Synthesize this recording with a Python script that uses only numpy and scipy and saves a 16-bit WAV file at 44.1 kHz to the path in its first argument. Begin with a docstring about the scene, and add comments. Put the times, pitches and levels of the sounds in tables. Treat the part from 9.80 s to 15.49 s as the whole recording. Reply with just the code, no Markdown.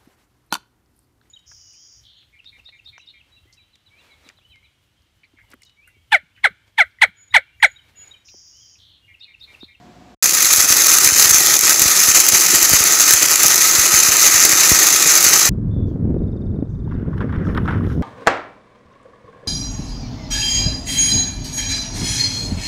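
"""A quiet kitchen hums: sinusoids of wavering level and phase over filtered noise. A short silence follows.
Then a small blender of dry corn and pellets starts abruptly: a dense grind of meal (modulated, resonant
noise), kernels cracking against blades and cup (short noise bursts) and the housing's low whir (filtered
noise). Meanwhile the overdriven microphone pops in the bass (impulse responses) and saturates. The grind
dulls with time, by a slow fall of the treble and rise of the body."""
import sys
import numpy as np
from scipy import signal
from scipy.fft import rfft, irfft, next_fast_len
from scipy.io import wavfile
from scipy.ndimage import uniform_filter1d, map_coordinates

SR = 44100
rng = np.random.default_rng(int(sys.argv[2]) if len(sys.argv) > 2 else 0)


def put_to_file(sound):
    """Save the sound as 16-bit audio at rate SR, in the file named by the first command-line argument."""
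    columns = np.atleast_2d(sound).T  # one column per channel
    safe = np.clip(columns, -1, 1)
    whole_steps = np.round(safe * 32767)
    wavfile.write(sys.argv[1], SR, whole_steps.astype(np.int16))


def rack_gain(trim_db):
    """Turn a fader trim in dB into the linear factor to multiply a signal by."""
    fader = np.asarray(trim_db, float)
    return 10 ** (fader / 20)


N = 251061  # samples

# kernels cracking at set times, weak to strong: t/s, nominal burst level/dB, brightness/dB
SET_CRACKS = [(.4424, -4, -2), (.4584, -10, -11), (.4943, -7, -3), (.545, -7.5, 8), (.5736, -11, -5),
              (.6264, -9, 8), (.6553, -9, -2), (.7363, -5, 2), (.782, -10, 11), (.8142, -7, 5),
              (.827, -11, 2), (.846, -10, 0), (.888, -14, -6), (.9246, -3, -4), (.9706, -4, 9),
              (1.063, -8, 8), (1.069, 2, 9), (1.093, -7, 10), (1.117, -15, 7), (1.1402, -3, 5),
              (1.1508, -11, -9), (1.2453, 2, 2), (1.2746, 0, -5), (1.384, -5, 9), (1.398, 0, -5),
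              (1.425, 1, -5), (1.4574, -8, -10), (1.4942, -3, 6), (1.5095, 2, 7), (1.5448, 2, 15),
              (1.5836, -6, 16), (1.6708, -7, -9), (1.7916, -6.5, 14), (1.8952, -1, -6.5), (1.93, -4, 5),
              (1.9951, -1, 0), (2.0188, 0, 17), (2.2032, -2, -3), (2.2375, -6, 5), (2.289, -1, 3),
              (2.402, 7, 3), (2.4871, 3, 19), (2.6096, -6, 8), (2.828, -2, 19), (2.8937, -5, 9),
              (2.936, -4, 13), (3.0392, -1, 0), (3.1236, -6, -1), (3.3086, 7, -3), (3.3363, 11, 5),
              (3.4293, -2, 14), (3.5142, -6, 8), (3.558, -2, -3), (3.633, 3, 7), (3.6615, -2, 12),
              (3.682, -1, 4), (4.466, 3, -5), (4.544, -19, 15), (4.6513, 6, 14), (4.8093, -7, -3),
              (4.834, -4, 0), (5.0307, -5, 5), (5.0697, 0, 3), (5.3538, -3, 12), (5.376, -4, 7),
              (5.4483, -10, 6), (5.5329, -4, -10)]
# random cracks: mean level above the grind, its scatter, mean brightness, its scatter (all /dB)
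RANDOM_DB, RANDOM_SCATTER_DB, RANDOM_BRIGHT_DB, BRIGHT_SCATTER_DB = 2, 1.5, 3.5, 7.5
# even grind between clumps, rising quickly at first, then wavering: t/s, grind level/dB
EVEN_FLOW = [(.43, -15), (1, -10), (2, -12.5), (3, -12), (3.8, -12), (4.6, -10.5), (5.69, -12)]
# clumps of kernels dropping into the blades: t/s, peak grind level/dB, length/s (full width at 1/2 power)
KERNEL_CLUMPS = [(0.457, -12, 0.026), (0.55, -13, 0.021), (0.73, -12, 0.033), (0.823, -18, 0.045),
                 (0.971, -13, 0.017), (1.066, -12.5, 0.078), (1.245, -9.5, 0.044), (1.407, -8.6, 0.061),
                 (1.504, -11, 0.027), (1.735, -10.5, 0.042), (1.893, -10.5, 0.084), (1.995, -11, 0.028),
                 (2.115, -9.5, 0.029), (2.194, -11.5, 0.068), (2.291, -10.5, 0.022), (2.357, -6.5, 0.057),
                 (2.474, -12, 0.026), (2.541, -8, 0.035), (2.744, -7.5, 0.025), (2.847, -10.5, 0.041),
                 (2.947, -9.8, 0.04), (3.21, -10, 0.028), (3.292, -8.5, 0.025), (3.428, -7.5, 0.012),
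                 (3.502, -15.5, 0.013), (3.633, -10, 0.095), (4.06, -13, 0.022), (4.15, -9.5, 0.071),
                 (4.452, -7, 0.039), (4.637, -9.5, 0.058), (4.835, -19, 0.03), (5.078, -11, 0.036),
                 (5.304, -9, 0.16), (5.454, -9, 0.041), (5.543, -9.1, 0.039)]
# brief changes of the load, mostly dips: t/s, level change/dB, length/s
LOAD_CHANGES = [(0.485, -5.5, 0.0094), (0.522, 0, 0.027), (0.566, -2, 0.0099), (.60, -0.5, 0.025),
                (0.761, -3, .015), (0.87, -7.5, 0.023), (.952, -6.5, 0.011), (1.05, -2, 0.09),
                (1.195, -3, .03), (1.325, -5, 0.067), (1.523, -4, 0.011), (1.64, -1, .04),
                (1.796, -6.5, 0.037), (1.938, -5, 0.013), (1.975, -4, 0.021), (2.142, -3, 0.025),
                (2.264, -1, .03), (2.331, -9, 0.019), (2.424, -1.5, .03), (2.51, -8.5, 0.013),
                (2.72, -2.5, 0.022), (2.8, -2, 0.03), (2.876, -2, 0.027), (3.18, -1, 0.019),
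                (3.26, -1.5, 0.033), (3.4, -1, 0.037), (3.486, -1, 0.033), (3.577, -5, 0.035),
                (4.036, 1.5, 0.024), (4.101, -5, 0.015), (4.373, -0.5, 0.075), (4.595, -2, .03),
                (4.777, -3, 0.032), (5.245, -3.5, 0.033), (5.328, -3, 0.038)]
# broad colour of the grind: f/Hz, relative level per Hz/dB
GRIND_COLOUR = [(200, -39), (900, -22.5), (1200, -12), (2600, -14), (3400, -14.5), (5500, -8.5), (7600, -9),
                (8400, -17), (10000, -12.5), (12000, -12), (14000, -17.5), (15500, -18)]
# resonances of cup, blades and microphone port: f/Hz, width/Hz, level over the broad colour/dB
CUP_RESONANCES = [(1279, 35, 7), (1480, 77, -2), (1678, 61, -9), (1866, 620, 5), (2470, 120, 5),
                  (4015, 180, 2.5), (6300, 665, 9), (7260, 540, 4), (10500, 300, 2)]
# slow drift of the grind's treble and body
TREBLE_DB_PER_S, BODY_DB_PER_S = -.4, 0.23
# whir of the motor housing: f/Hz, relative level per Hz/dB
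WHIR_COLOUR = [(20, -26), (70, -22), (125, -9.5), (160, -2.5), (230, -8), (330, 3.5), (385, 0.5), (420, -1),
               (480, -3.5), (900, -2.5), (1300, -29)]
# whir level at t = 0 and a grind of -13 dB; dB per dB of grind; slow growth
WHIR_DB, WHIR_FOLLOWS, WHIR_GAINS_DB_PER_S = -35, 0.96, 0.51
# pops of the overdriven microphone at set times, faint to strong:
# t/s, nominal peak level/dB, swing-back relative level/dB
SET_POPS = [(0.782, -20, 2), (0.9052, -11, -20), (0.969, -36.5, 8), (1.2653, -16, -7), (1.322, -18.5, 2),
            (1.4543, -15, -5), (1.5115, -20, 2), (1.8355, -27, 5), (2.0183, -10, -16), (2.0569, -13, 0),
            (2.284, -14, -3), (2.533, -8.5, -25), (2.743, -25, 8), (2.828, -22, 0), (2.916, -18, 5),
            (2.935, -3, -7), (3.007, -13, -5), (3.34, -21, 2), (3.428, -27, 1), (3.653, -10.5, -12),
            (3.9846, -17, 4), (4.1387, -14, 0), (4.2874, -14, -3), (4.544, -21, 2), (4.7322, -14, -9),
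            (4.9174, -2, -2.5), (5.4654, -11, -10), (5.6566, -24, 2)]
# kitchen air: f/Hz, relative level per Hz/dB
AIR_COLOUR = [(30, -46), (55, -14), (140, -9), (185, -5), (270, -9), (370, -12), (400, -19), (550, -16),
              (1000, -18), (1300, -23), (4000, -30), (7800, -36), (8500, -46), (15000, -50)]
AIR_DB = -47.5  # rms before the fade
# appliance hum in the kitchen: f/Hz, nominal rms level/dB
HUM_PARTIALS = [(60, -60), (120, -63), (182, -56), (241, -61), (360, -63), (701, -61), (720, -56),
                (738, -60)]
KITCHEN_ENDS, BLENDER_STARTS = 0.347, 0.4247  # s


def unit(x):
    """Normalisation: x scaled to rms 1."""
    return x / np.sqrt(np.mean(x ** 2) + 1e-20)


def along(points, hz):
    """Linear interpolation of (f/Hz, value) points on a logarithmic frequency axis."""
    f, v = np.transpose(points)
    return np.interp(np.log(hz + 1), np.log(f + 1), v)


def wobble(rate):
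    """Band-limited fluctuation: a smooth random curve with rate knots a second."""
    knots = rng.standard_normal(int(N * rate / SR) + 4)
    return map_coordinates(knots, [np.arange(N) * rate / SR])


def coloured(x, gain_db):
    """Minimum-phase filtering by the folded cepstrum; gain_db gives the gain in dB at a frequency in Hz."""
    m = 2 * next_fast_len(N // 2 + 4096)
    cepstrum = irfft(gain_db(np.fft.rfftfreq(m, 1 / SR)) * np.log(10) / 20, m)
    cepstrum[1:m // 2] *= 2
    cepstrum[m // 2 + 1:] = 0
    response = np.exp(rfft(cepstrum))
    return irfft(rfft(x, m) * response, m)[:N]


def spikes(seconds, sizes):
    """Impulsive excitation: one impulse per event, superposed."""
    places = np.clip(np.round(seconds * SR).astype(int), 0, N - 1)
    return np.bincount(places, sizes, N)


def dying(x, rise, fall):
    """Exponential growth and decay: each impulse swells, then dies (time constants in s)."""
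    t = np.arange(SR // 10) / SR
    shape = (1 - np.exp(-t / rise)) * np.exp(-t / fall)
    return np.abs(signal.fftconvolve(x, shape / shape.max())[:N])


def load():
    """Power addition: grind level in dB, the flow swollen by clumps, then shifted by brief changes."""
    t = np.arange(0, N / SR + .002, .002)
    bell = lambda s, length: np.exp(-np.log(16) * ((t - s) / length) ** 2)
    flow = rack_gain(np.interp(t, *np.transpose(EVEN_FLOW))) ** 2
    power = flow + sum(np.maximum(rack_gain(db) ** 2 - flow, 0) * bell(s, length)
                       for s, db, length in KERNEL_CLUMPS)
    level_db = 10 * np.log10(power) + sum(db * bell(s, length) for s, db, length in LOAD_CHANGES)
    return np.interp(np.arange(N) / SR, t, level_db)


def cup_db(hz):
    """Resonance: Lorentzian peaks, added in dB to the broad colour of the grind."""
    peaks = sum(db / (1 + ((hz - centre) / (width / 2)) ** 2) for centre, width, db in CUP_RESONANCES)
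    return along(GRIND_COLOUR, hz) + peaks


def meal_bed(grind_db):
    """Dense noise excitation: meal hisses past the blades while small bits snap at random."""
    meal = rack_gain(-2.5 + 0.21 * wobble(30) + 1.8 * wobble(120)) * rng.standard_normal(N)
    draws = rng.random((2200, 2))
    powers = rack_gain(np.minimum(-6 * np.log(1 - draws[:, 1]), 22))  # a few bits are far louder
    bits = spikes(draws[:, 0] * N / SR, powers)
    snaps = unit(np.sqrt(dying(bits, rise=0.00021, fall=0.00081)) * rng.standard_normal(N))
    return rack_gain(grind_db) * unit(coloured(meal + rack_gain(-5.5) * snaps, cup_db))


def all_cracks(grind_db, count):
    """Random superposition: the set cracks and count random ones whose strength follows the load."""
    s = rng.random(count) * (N - 1) / SR
    scatter = rng.standard_normal((count, 2))
    db = grind_db[(s * SR).astype(int)] + RANDOM_DB + RANDOM_SCATTER_DB * scatter[:, 0]
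    bright_db = RANDOM_BRIGHT_DB + BRIGHT_SCATTER_DB * scatter[:, 1]
    random_cracks = np.transpose([s, db, bright_db])
    return np.transpose(np.vstack([SET_CRACKS, random_cracks]))


def kernel_cracks(grind_db):
    """Brittle fracture: whole kernels crack in short noise bursts that ring through the cup."""
    s, db, bright_db = all_cracks(grind_db, count=260)
    scale = np.std(coloured(rng.standard_normal(N), cup_db))
    cracks = 0
    # a dull and a bright share of every crack; tilt in dB per octave about 6300 Hz
    for share, tilt_db in ((-1.82, 1.05), (0.79, 3.9)):
        powers = rack_gain(db + share * bright_db / 2) ** 2 / 2
        # each swell begins 0.9 ms before its crack's time
        power = dying(spikes(s - .0009, powers), rise=0.00086, fall=0.00082)
        # uneven, gritty break-up
        splinters = unit(rack_gain(2.4 * rng.standard_normal(N)) * rng.standard_normal(N))
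        colour = lambda hz: cup_db(hz) + tilt_db * np.log2(np.clip(hz, 500, 16000) / 6300)
        cracks = cracks + coloured(np.sqrt(power) * splinters, colour) / scale
    return cracks


def churning(x, patchy_db, fine_db):
    """Time-varying filtering: the tumbling load changes how the cup rings, by random patches of gain."""
    hz, t, z = signal.stft(x, SR, nperseg=512)
    hz = hz[:, None]

    def field(bins, frames):
        """Moving average: white noise smoothed over frequency and time."""
        smooth = uniform_filter1d(rng.standard_normal(z.shape), bins, 0)
        return unit(uniform_filter1d(smooth, frames, 1))

    treble = np.clip((hz - 7500) / 1500, 0, 1) * TREBLE_DB_PER_S * (t - t.mean())
    body = np.clip((3500 - hz) / 800, 0, 1) * BODY_DB_PER_S * (t - t.mean())
    patches = patchy_db * field(bins=8, frames=8) + fine_db * field(bins=2, frames=20)
    # a narrow hollow wanders at random
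    hollow_hz = 3200 + 200 * wobble(5)[np.clip((t * SR).astype(int), 0, N - 1)]
    hollow = -7 / (1 + ((hz - hollow_hz) / 130) ** 2)
    return signal.istft(z * rack_gain(patches + treble + body + hollow), SR, nperseg=512)[1][:N]


def grinding(grind_db):
    """Superposition: meal bed and cracks add, then pass the changing response of the cup."""
    bed = meal_bed(grind_db)
    return churning(bed + kernel_cracks(grind_db), patchy_db=1.0, fine_db=0.3)


def housing(whir_db):
    """Amplitude modulation: low noise whirs unevenly in the motor housing as the load jerks."""
    jerks = rack_gain(0.71 * wobble(25) + 2.5 * wobble(90))
    whir = coloured(jerks * rng.standard_normal(N), lambda hz: along(WHIR_COLOUR, hz))
    return rack_gain(whir_db) * unit(whir)


def pops():
    """Impulse response: the diaphragm jumps for about a millisecond, swings back slowly and settles."""
    s, db, swing_db = np.transpose(SET_POPS)
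    draws = rng.random((90, 2))
    random_pops = spikes(draws[:, 0] * N / SR, rack_gain(-24 - 5.2 * draws[:, 1]))
    t = np.arange(SR // 15) / SR
    jump = np.exp(-np.abs(t - .001) / .00035)
    swing = np.exp(-t / 0.0043) * np.sin(2 * np.pi * 65 * t)
    jumps = signal.fftconvolve(spikes(s - .001, rack_gain(db)) + random_pops, jump)
    swings = signal.fftconvolve(spikes(s, rack_gain(db + swing_db)) + rack_gain(-6.0) * random_pops, swing)
    settling = signal.butter(2, 42, "high", fs=SR)
    return signal.lfilter(*settling, swings - jumps)[:N]


def kitchen():
    """Additive synthesis: wavering hum partials over quiet filtered noise, fading slightly before the end."""
    t = np.arange(N) / SR
    air = rack_gain(AIR_DB) * unit(coloured(rng.standard_normal(N), lambda hz: along(AIR_COLOUR, hz)))
    hum = sum(rack_gain(db + 1.5 * wobble(9.1)) * np.sqrt(2) * np.sin(2 * np.pi * hz * t + wobble(7.4))
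              for hz, db in HUM_PARTIALS)
    fade = rack_gain(-6 * np.clip((t - .32) / 0.055, 0, 1))
    return (air + hum) * fade * (t < KITCHEN_ENDS)


def scene():
    """Succession and superposition: the kitchen, a silent gap, then all the blender's sounds at once."""
    t = np.arange(N) / SR
    grind_db = load()
    whir_db = WHIR_DB + WHIR_FOLLOWS * (grind_db + 13) + WHIR_GAINS_DB_PER_S * t
    blender = grinding(grind_db) + housing(whir_db) + pops()
    return (kitchen() + blender * (t >= BLENDER_STARTS))[None]


def low_pass(x):
    """Removes everything above the highest recorded frequency."""
    return signal.sosfilt(signal.butter(12, 15700, fs=SR, output="sos"), x)


def record(dry):
    """Band limiting and saturation: deep bass and top band fall away; peaks bend towards 0.82 of full scale."""
    def input_db(hz):
        """Low-pass shelf at 15750 Hz and second-order high-pass at 36 Hz."""
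        top = -50 / (1 + np.exp((15750 - hz) / 40))
        bass = -10 * np.log10(1 + (36 / (hz + 1)) ** 4)
        return top + bass

    limited = coloured(dry[0], input_db)[None]
    clipped = limited / (1 + np.abs(limited / .82) ** 8) ** (1 / 8)
    return low_pass(clipped)


dry = scene()
out = record(dry)
put_to_file(out)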